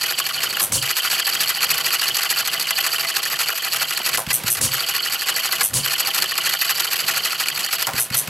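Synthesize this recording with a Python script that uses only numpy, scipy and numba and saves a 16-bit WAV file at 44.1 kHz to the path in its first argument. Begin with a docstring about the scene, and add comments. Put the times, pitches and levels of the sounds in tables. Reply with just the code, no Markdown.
"""A small hit-and-miss model engine turns about 13 times a second, close up in a workshop.
At 0.6 s its mixer sucks with a hiss and it fires with a chuff. Then it coasts, exhaust valve held open:
the piston pumps air that whistles in and out, and loose metal parts clatter. At 4 s the wooden base
takes a dull blow; the slowed engine misfires twice, then fires at 4.6 s and 5.7 s. It coasts again and
ends on three misfires near 8 s. Each time the valve shuts for an intake, whistle and clatter duck."""
import sys
import numpy as np
from scipy import signal
from scipy.fft import rfft, irfft
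from scipy.io import wavfile
from scipy.ndimage import uniform_filter1d
from numba import njit

SR = 44100
rng = np.random.default_rng(int(sys.argv[2]) if len(sys.argv) > 2 else 0)


def wrap_up_sound(samples):
    """Save the sound to the file named by the first command line argument, as 16-bit audio."""
    columns = np.atleast_2d(samples).T
    # keep every value between -1 and 1, then stretch to whole-number steps
    tamed = np.clip(columns, -1, 1)
    steps = np.round(tamed * 32767).astype(np.int16)
    wavfile.write(sys.argv[1], SR, steps)


N = 365588
T = np.arange(N) / SR


def undb(db):
    """Decibels to gain."""
    return 10 ** (np.asarray(db) / 20)


def noise():
    """White noise of unit power."""
    return rng.standard_normal(N)


def unit(x):
    """Scale to unit power."""
    return x / np.sqrt(np.mean(x ** 2))


def through(x, response):
    """Pass a sound through a response scaled to unit energy."""
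    return signal.fftconvolve(x, response / np.linalg.norm(response))[:N]


def colour(x, spectrum, size=4096):
    """Minimum-phase EQ; the curve sets the tone, not the overall level."""
    hz, db = np.transpose(spectrum)
    log_hz = np.log(np.maximum(np.arange(size // 2 + 1) * SR / size, 1))
    cepstrum = irfft(np.log(undb(np.interp(log_hz, np.log(hz), db))))
    cepstrum[1:size // 2] *= 2
    cepstrum[size // 2 + 1:] = 0
    return through(x, irfft(np.exp(rfft(cepstrum))))


def ring(x, modes, size=6000):
    """Excite a set of decaying modes; the narrow ones ring longest."""
    t = T[:size]
    response = sum((-1) ** k * undb(db) * width * np.exp(-np.pi * width * t) * np.sin(2 * np.pi * hz * t)
                   for k, (hz, width, db) in enumerate(modes))
    return through(x, response)


def bursts(times, dbs, rise, hold, t60, size=16000):
    """Envelope of bursts that rise, hold and die away, timed in seconds."""
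    t, envelope = T[:size], np.zeros(N + size)
    for start, db, held in np.broadcast(times, dbs, hold):
        i = int(np.clip(start * SR, 0, N))
        decay = np.exp(-np.log(1000) * np.maximum(t - held, 0) / t60)
        envelope[i:i + size] += undb(db) * np.minimum(t / rise, 1) * decay
    return envelope[:N]


def wander(rate_hz):
    """Smooth, bounded random drift with a spread near 1."""
    step = max(int(SR / rate_hz), 1)
    stairs = np.repeat(rng.standard_normal(N // step + 1), step)
    return 2 * np.tanh(unit(uniform_filter1d(stairs, step)[:N]) / 2)


def gate(spans):
    """Soft-edged gate, 1 from each start to its end in seconds."""
    return uniform_filter1d(sum(1. * ((T > start) & (T < end)) for start, end in spans), size=400)


@njit
def bandpass(x, hz, width):
    """Band-pass whose centre moves."""
    y, band_state, low_state = np.empty(len(x)), 0., 0.
    for i in range(len(x)):
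        g, damping = np.tan(np.pi * hz[i] / SR), width / hz[i]
        band = (band_state + g * (x[i] - low_state)) / (1 + g * (g + damping))
        band_state, low_state = 2 * band - band_state, low_state + 2 * g * band
        y[i] = damping * band
    return y


def whistle(hz, width_hz):
    """Noise that sings in a narrow, moving resonance."""
    breathy = bandpass(noise(), hz, float(width_hz))
    return unit(bandpass(breathy, hz, float(width_hz)))


def pan(x, right_db):
    """Place a sound in stereo, the right side louder by right_db."""
    return x * undb(np.array([[-1], [1]]) * right_db / 2)


def reflections(x, t60=0.065, size=16000):
    """A short diffuse tail, different at each ear."""
    t = T[:size]
    tail = np.minimum(t / 0.0019, 1) * np.exp(-np.log(1000) * t / t60)
    return np.array([through(x, rng.standard_normal(size) * tail) for _ in range(2)])


# The tone of the walls. 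Each row: frequency in Hz, relative level in dB.
WALL_EQ = [(100, -5), (450, 7.5), (1100, 10), (2000, -1), (4500, 10), (8000, 3.5), (13000, -12)]
def workshop(engine, air):
    """A tight room: the walls colour the engine's reflections and return its whistle plain."""
    return undb(-17) * reflections(colour(engine, WALL_EQ)) + undb(-19) * reflections(air.mean(axis=0))


# The tones of the base's drone and of a blow on it. Each row: frequency in Hz, relative level in dB.
DRONE_EQ = [(25, -45), (60, -15), (105, -13), (138, -1), (185, -6.5), (300, -12), (500, -6.5), (900, -7.5),
            (3000, -9.5), (14000, -23)]
BUMP_EQ = [(100, -12), (300, -3), (800, 0), (1300, -4), (3000, -15), (12000, -26)]
def wooden_base(bump_s=4.002, bump_db=-20.5):
    """The wooden base drones along and takes one dull blow."""
    blow = noise() * bursts([bump_s], bump_db, rise=0.00022, hold=0.0012, t60=0.028)
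    drone = colour(noise(), DRONE_EQ) * undb(-40 + 3.4 * wander(11))
    return drone + colour(blow, BUMP_EQ)


def squeak(turns, at_turn=0.7, half_width_turns=0.07):
    """A sliding part chirps faintly at the same place in every turn."""
    offset = (turns - at_turn + .5) % 1 - .5
    swell = np.exp(-(offset / half_width_turns) ** 2)
    return whistle(hz=7700 * (1 + 0.008 * wander(40)), width_hz=450) * swell * undb(-41)


# Firings push the tempo, misfires drag it. Each row: time in seconds, speed change in turns a second.
SPEED_KICKS = [(0.719, 1.918), (4.264, -0.1585), (4.434, -0.1585), (4.61, 1.305), (5.736, 1.21),
               (7.932, -0.1585), (8.101, -0.1585)]
def flywheels(start_turns=0.6126, start_speed=12.4554, friction=0.5627):
    """Speed in turns a second and angle in turns: friction slows the wheels, firings kick them on."""
    speed = start_speed - friction * T + sum(kick * (T > time) for time, kick in SPEED_KICKS)
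    return speed, start_turns + np.cumsum(speed) / SR


# The two notes of the open port. Each row: pitch in Hz, width in Hz, pitch rise at full flow in Hz,
# outward level in dB, inward level in dB, pan to the right in dB.
PORT_NOTES = [(4420, 545, 71, -25.5, -32, 4.5), (2856, 396, 190, -32, -26, 0.5)]
def pumping(turns, dead_centre_turns=0.616, flow_power=1.7, leak=0.052):
    """The piston pumps air through the open valve: the high note leads going out, the low coming in."""
    piston_speed = np.sin(2 * np.pi * (turns - dead_centre_turns))
    flow = np.abs(piston_speed)
    outward = (1 + np.tanh(4 * piston_speed)) / 2
    air = 0
    for hz, width, rise_hz, out_db, in_db, right_db in PORT_NOTES:
        note = whistle((hz + rise_hz * flow) * (1 + 0.013 * wander(40)), width)
        db = in_db + (out_db - in_db) * outward + 1.24 * wander(13) + 1.0 * wander(300)
        air = air + pan(note * (leak + flow ** flow_power) * undb(db), right_db)
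    return air


# Where parts slide in the cam round, which lasts two turns. Each row: angle in turns,
# half width in turns, bright rattle in dB, frame rattle in dB.
SLIDE_SWELLS = [(0.07, 0.099, -33, -37), (0.91, 0.23, -28, -33.5), (1.1, 0.1, -37.5, -30.5),
                (1.66, 0.17, -59, -36.5), (1.87, 0.15, -26, -28)]
def sliding(turns, bright_floor_db=-39.5, frame_floor_db=-40):
    """Gains of the bright rattle and the frame rattle: a steady bed that swells where parts slide."""
    bright_power, frame_power = undb(bright_floor_db) ** 2, undb(frame_floor_db) ** 2
    for angle, half_width, bright_db, frame_db in SLIDE_SWELLS:
        offset = (turns - angle + 1) % 2 - 1
        swell = np.exp(-(offset / half_width) ** 2)
        bright_power = bright_power + swell * undb(bright_db) ** 2
        frame_power = frame_power + swell * undb(frame_db) ** 2
    return np.sqrt([bright_power, frame_power])


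# The groove of rod, cam and latch in each cam round. Each row: angle in turns, scatter in turns,
# chance from 0 to 1, chatter length in seconds, bright contact in dB, frame in dB, own note in Hz.
CAM_KNOCKS = [(0.03, 0.0087, 0.5, 0.0094, -21.5, -32.5, 1400),
              (0.105, 0.0106, 0.75, 0.003, -27.5, -25, 1790), (0.18, 0.013, 0.4, 0.011, -30, -25, 1600),
              (0.335, 0.008, 0.25, 0.0024, -28, -34, 1800), (0.42, 0.0055, 0.8, 0.003, -33.5, -24, 1600),
              (0.79, 0.044, 0.9, 0.004, -28, -35, 1400), (0.93, 0.03, 0.45, 0.0097, -24.5, -28.5, 1400),
              (0.99, 0.019, 0.55, 0.0015, -25, -37, 1460), (1.035, 0.008, 0.75, 0.0018, -24, -31, 2660),
              (1.10, 0.0072, 0.9, 0.004, -27.5, -24, 1910), (1.225, 0.021, 0.45, 0.0097, -25, -30.5, 1660),
              (1.33, 0.063, 0.4, 0.0094, -25, -26, 1570), (1.42, 0.0033, 0.8, 0.003, -34, -35, 1620),
              (1.592, 0.0017, 1, 0.0025, -29, -26, 2840), (1.91, 0.0064, 1, 0.0025, -22, -30.5, 2360),
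              (1.975, 0.011, 0.6, 0.001, -37, -18, 1310)]
# The accents, as the rod's play is taken up at once or the latch drops.
# Each row: start in seconds, length in seconds, bright contact in dB, frame in dB.
HARD_CLACKS = [(0.186, 0.0056, -17, -35), (0.199, 0.0034, -20, -17), (0.432, 0.013, -20, -21),
               (0.597, 0.013, -20.5, -22.5), (0.825, 0.0024, -20, -21.5), (0.967, 0.016, -18, -27),
               (1.1, 0.0035, -22, -24), (1.112, 0.024, -20, -25), (1.197, 0.004, -19, -22),
               (1.268, 0.0044, -19, -26), (1.405, 0.0087, -17, -25), (1.703, 0.011, -17, -23.5),
               (1.842, 0.0036, -31, -32), (2.08, 0.0074, -20, -23), (2.168, 0.0032, -16, -21),
               (2.301, 0.017, -17.5, -30), (2.387, 0.021, -19, -22.5), (2.474, 0.0069, -19, -21.5),
               (2.597, 0.003, -18, -23), (2.707, 0.0025, -16, -14), (2.864, 0.011, -18.5, -20.5),
               (3.085, 0.015, -22.5, -28), (3.165, 0.0045, -18, -19), (3.23, 0.0047, -21, -26),
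               (3.39, 0.006, -22, -24), (3.404, 0.0068, -21, -18.5), (4.114, 0.002, -32, -28),
               (4.135, 0.004, -25, -30), (4.173, 0.002, -16, -22), (4.304, 0.013, -19.5, -21),
               (4.479, 0.0075, -17.5, -24), (4.549, 0.007, -25, -26), (4.57, 0.019, -26.5, -27),
               (4.886, 0.0062, -20, -22), (5.285, 0.0062, -18.5, -19.5), (5.362, 0.0034, -18.5, -16.5),
               (5.523, 0.0097, -20, -20.5), (5.609, 0.013, -18.5, -20.5), (5.845, 0.0031, -25, -33),
               (5.92, 0.0051, -22, -38), (6.222, 0.0045, -16.5, -21), (6.534, 0.0031, -19.5, -23),
               (6.613, 0.0063, -19.5, -19.5), (6.692, 0.0048, -20.5, -17.5), (6.91, 0.017, -25.5, -25.5),
               (7.08, 0.011, -20, -20), (7.399, 0.014, -20.5, -22), (7.727, 0.0064, -19.5, -21),
               (7.869, 0.0024, -16.5, -22), (7.98, 0.0079, -19.5, -20), (8.144, 0.0095, -19.5, -25)]
# The cam hits the shut valve's rod: length in seconds, bright contact in dB, frame in dB, note in Hz.
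VALVE_LIFT = (0.0025, -29, -25.5, 2200)
def knocks(turns, drive_db, spread_db=1.6, clack_hz=1690, lift_turns=1.425):
    """Every metal hit in time order, as rows of start, length, bright level, frame level and note."""
    rounds = np.arange(0, turns[-1], 2)
    angle, scatter, chance, length, bright_db, frame_db, hz = np.tile(CAM_KNOCKS, (len(rounds), 1)).T
    late, force, tone, stretch = rng.standard_normal((len(angle), 4)).T
    start = np.interp(np.repeat(rounds, len(CAM_KNOCKS)) + angle + scatter * late, turns, T)
    hit_drive_db = np.interp(start, T, drive_db)
    force_db = hit_drive_db + spread_db * force
    groove = np.column_stack([start, length * np.exp(0.14 * stretch), bright_db + force_db,
                              frame_db + force_db + 1.65 * tone, hz])
    clacks = np.array([(*row, clack_hz) for row in HARD_CLACKS])
    before, after = start[:, None] < clacks[:, 0] - 0.016, start[:, None] > clacks[:, 0] + clacks[:, 1]
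    clear_of_clacks = np.all(before | after, axis=1)
    # the harder the engine is driven, the more often its loose parts strike
    strikes = rng.random(len(start)) < chance ** (1 / undb(hit_drive_db))
    played = strikes & clear_of_clacks & (start > 0) & (start < T[-1])
    working_rounds = np.interp([opens for _, opens, *_ in WORKING_CYCLES], T, turns) // 2
    lifts = [(time, *VALVE_LIFT) for time in np.interp(2 * working_rounds + lift_turns, turns, T)]
    hits = np.vstack([groove[played], clacks, lifts])
    return hits[np.argsort(hits[:, 0])]


# The clank of the frame, the ping of small parts and the thin two-note ring of a steel piece.
# Each row: pitch in Hz, width in Hz, relative level in dB.
FRAME_MODES = [(357.3, 11.8, -3.5), (480, 23, -9), (663, 16.5, -1), (800, 28, -3), (1112, 63, 1.5),
               (1250, 70, 0), (1419, 69, 5), (1762, 187, -1.5), (2018, 47, 6), (2396, 645, -0.5),
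               (2750, 680, -10.5)]
PART_MODES = [(4650, 580, 1.5), (5840, 22, -35), (8050, 205, 0), (9750, 130, 3.5), (10800, 27, -24)]
STEEL_MODES = [(12260, 110, 0), (12612, 110, -3)]
# The click of metal on metal. Each row: frequency in Hz, relative level in dB.
CONTACT_EQ = [(100, -16), (400, -13.5), (900, -4.5), (1500, -4.5), (2700, 3), (3700, -2.5), (4700, 6.5),
              (6000, 3), (9000, 0.5), (11000, 2.5), (14000, -2), (15500, -19.5)]
def clatter(turns, drive_db, flight_s=0.0061, flight_db=-3, note_width_hz=180.0):
    """Each knock is a chatter of contacts, with a finer rattle between. Both ring frame and parts."""
    start, length, bright_db, frame_db, hz = knocks(turns, drive_db).T
    bright_rattle, frame_rattle = sliding(turns) * undb(drive_db)
    chatter = noise() * undb(1.9 * wander(1500))
    # just before a knock the part flies free and the rattle drops
    next_knock = np.searchsorted(start, T)
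    wait_s = start[np.minimum(next_knock, len(start) - 1)] - T
    rattle = noise() * undb(4.7 * wander(350) + flight_db * np.exp(-(wait_s / flight_s) ** 2))
    blows = chatter * bursts(start, frame_db, rise=0.0005, hold=length, t60=0.02, size=4000)
    first_contact = bursts(start, bright_db - 4, rise=0.0001, hold=0.0004, t60=0.009, size=4000)
    bounces = bursts(start, bright_db, rise=0.0002, hold=length, t60=0.028, size=4000)
    bright = chatter * (first_contact + bounces) + rattle * bright_rattle
    parts = undb(-10.5) * ring(bright, PART_MODES)
    steel = undb(-9.0) * ring(bright * undb(3 * wander(40)), STEEL_MODES)
    frame = undb(-2.11) * ring(blows + rattle * frame_rattle, FRAME_MODES)
    note_hz = hz[np.maximum(next_knock - 1, 0)]  # each knock rings briefly with its own note
    note = bandpass(blows, note_hz, note_width_hz) * np.sqrt(SR / np.pi / note_width_hz)
    return undb(-2.5) * colour(bright, CONTACT_EQ) + parts + steel + frame + undb(-6) * note


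# The engine's breaths, in and out. Each row: intake start in seconds, exhaust opening in seconds,
# then the relative levels of intake hiss, intake snort, exhaust chuff and low puff in dB.
WORKING_CYCLES = [(0.614, 0.719, -19, -32, -21.5, -35), (4.173, 4.264, -27, -26, -60, -26.5),
                  (4.327, 4.434, -19, -43, -60, -29), (4.500, 4.61, -19.5, -47, -21, -37),
                  (5.629, 5.736, -19, -38.5, -22, -34), (7.869, 7.932, -41, -24.5, -60, -29.5),
                  (7.994, 8.101, -20, -47, -63.5, -28), (8.164, 8.272, -18, -52, -45, -29.5)]
# The airy hiss and the throaty snort. Each row: frequency in Hz, relative level in dB.
HISS_EQ = [(200, -26), (1000, -30), (3000, -8.5), (4800, -16), (6500, -7.5), (8500, 0.5), (10000, 2),
           (11800, 1.5), (13500, -6), (15500, -28)]
SNORT_EQ = [(60, -16), (140, -7), (350, -18), (600, -2.5), (850, -3), (1300, -3), (1900, -10.5),
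            (4000, -19), (12000, -23)]
# The ring of the mixer throat. Each row: pitch in Hz, width in Hz, relative level in dB.
THROAT_MODES = [(6160, 92, 0), (8060, 210, -12), (10500, 110, 2.5), (10800, 130, -2), (12100, 190, -2)]
def intake(flutter_hz=115):
    """The piston sucks through the mixer, whose sprung valve flutters and chops the hiss."""
    start, _, hiss_db, snort_db, _, _ = np.transpose(WORKING_CYCLES)
    flutter_phase = 2 * np.pi * np.cumsum(flutter_hz * (1 + 0.15 * wander(90))) / SR
    flutter = undb(4.4 * np.sin(flutter_phase))
    jet = noise() * flutter * bursts(start, hiss_db, rise=0.0024, hold=0.027, t60=0.15)
    snort = noise() * flutter * bursts(start, snort_db, rise=0.0028, hold=0.023, t60=0.19)
    return undb(-1) * colour(jet, HISS_EQ) + undb(-6) * ring(jet, THROAT_MODES) + colour(snort, SNORT_EQ)


# The bright chuff and the thump under it. Each row: frequency in Hz, relative level in dB.
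CHUFF_EQ = [(200, -7.5), (600, -10), (1200, -25), (3000, -8), (4500, -6.5), (6500, -1), (10000, 3),
            (12500, -8), (15500, -13)]
THUMP_EQ = [(30, -26), (60, -18), (90, -11.5), (120, 4.5), (170, -4), (260, -16.5), (550, -37), (1000, -6),
            (4000, -59)]
# The pipe's ring and the wooden base's boom. Each row: pitch in Hz, width in Hz, relative level in dB.
PIPE_MODES = [(6130, 280, -0.82), (6290, 190, -0.15), (8260, 120, -1), (9600, 91, -1)]
BASE_MODES = [(122.4, 18, 3), (139, 6.2, 2), (238, 53, -14.5), (538, 20, -8)]
def exhaust(puff_hz=150):
    """The valve cracks open: burnt gas spits, hisses and thumps; a misfire is mostly a low puff."""
    _, opens, _, _, chuff_db, puff_db = np.transpose(WORKING_CYCLES)
    spit = bursts(opens + 0.0017, chuff_db + 6.5, rise=0.0023, hold=0.0032, t60=0.014)
    flow = bursts(opens + 0.003, chuff_db + 3.5, rise=0.012, hold=0.041, t60=0.18)
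    jet = noise() * (spit + flow)
    swell = bursts(opens - 0.05, chuff_db - 9.5, rise=0.063, hold=0.1, t60=0.27)
    piston_push = bursts(opens, puff_db - 10.5, rise=0.0023, hold=0.041, t60=0.12)
    shove = noise() * (swell + piston_push)
    thump = undb(-6) * colour(shove, THUMP_EQ) + undb(0.5) * ring(shove, BASE_MODES, size=30000)
    # the puff is one swing of pressure, centred shortly after the valve lifts
    lag = T - opens[:, None] - 0.0125
    swings = np.exp(-(lag / 0.0027) ** 2) * np.sin(2 * np.pi * puff_hz * lag)
    puff = undb(puff_db + 7) @ swings
    return undb(-0.2) * colour(jet, CHUFF_EQ) + undb(-9.5) * ring(jet, PIPE_MODES) + thump + puff


# How loosely the parts rattle, slowly changing over time. Each row: time in seconds, level change in dB.
LOOSENESS = [(0, 0.5), (1.0, -1), (1.6, 1), (2.5, 0.5), (3.8, 0.5), (5.2, -0.5), (6.5, 1), (8.29, -0.5)]
def scene(usual_speed=12.7, loaded_s=0.098):
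    """The crank drives air and rattle, which grow with its speed and duck while the valve is shut."""
    speed, turns = flywheels()
    overspeed = speed - usual_speed
    shut = gate((sucks, opens + 0.018) for sucks, opens, *_ in WORKING_CYCLES)
    # after a firing the load holds the parts quiet
    loaded = gate((time, time + loaded_s) for time, kick in SPEED_KICKS if kick > 0)
    air = pumping(turns) * undb(1.6 * overspeed - 20 * shut - 3.1 * loaded)
    loose_db = np.interp(T, *np.transpose(LOOSENESS))
    drive_db = 0.3 * overspeed + loose_db - 15 * shut - 7 * loaded
    metal = clatter(turns, drive_db) + squeak(turns) * undb(drive_db)
    gas = intake() + exhaust()
    direct = pan(wooden_base(), right_db=2.6) + air + metal + gas
    return direct + workshop(metal + gas, air)


def record(dry, low_cut_hz=45, top_hz=15600):
    """The microphone thins the deep bass and the recorder cuts the top."""
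    thin = signal.sosfilt(signal.butter(2, low_cut_hz, "high", fs=SR, output="sos"), dry)
    return signal.sosfilt(signal.ellip(8, .2, 70, top_hz, fs=SR, output="sos"), thin)


dry = scene()
out = record(dry)
wrap_up_sound(out)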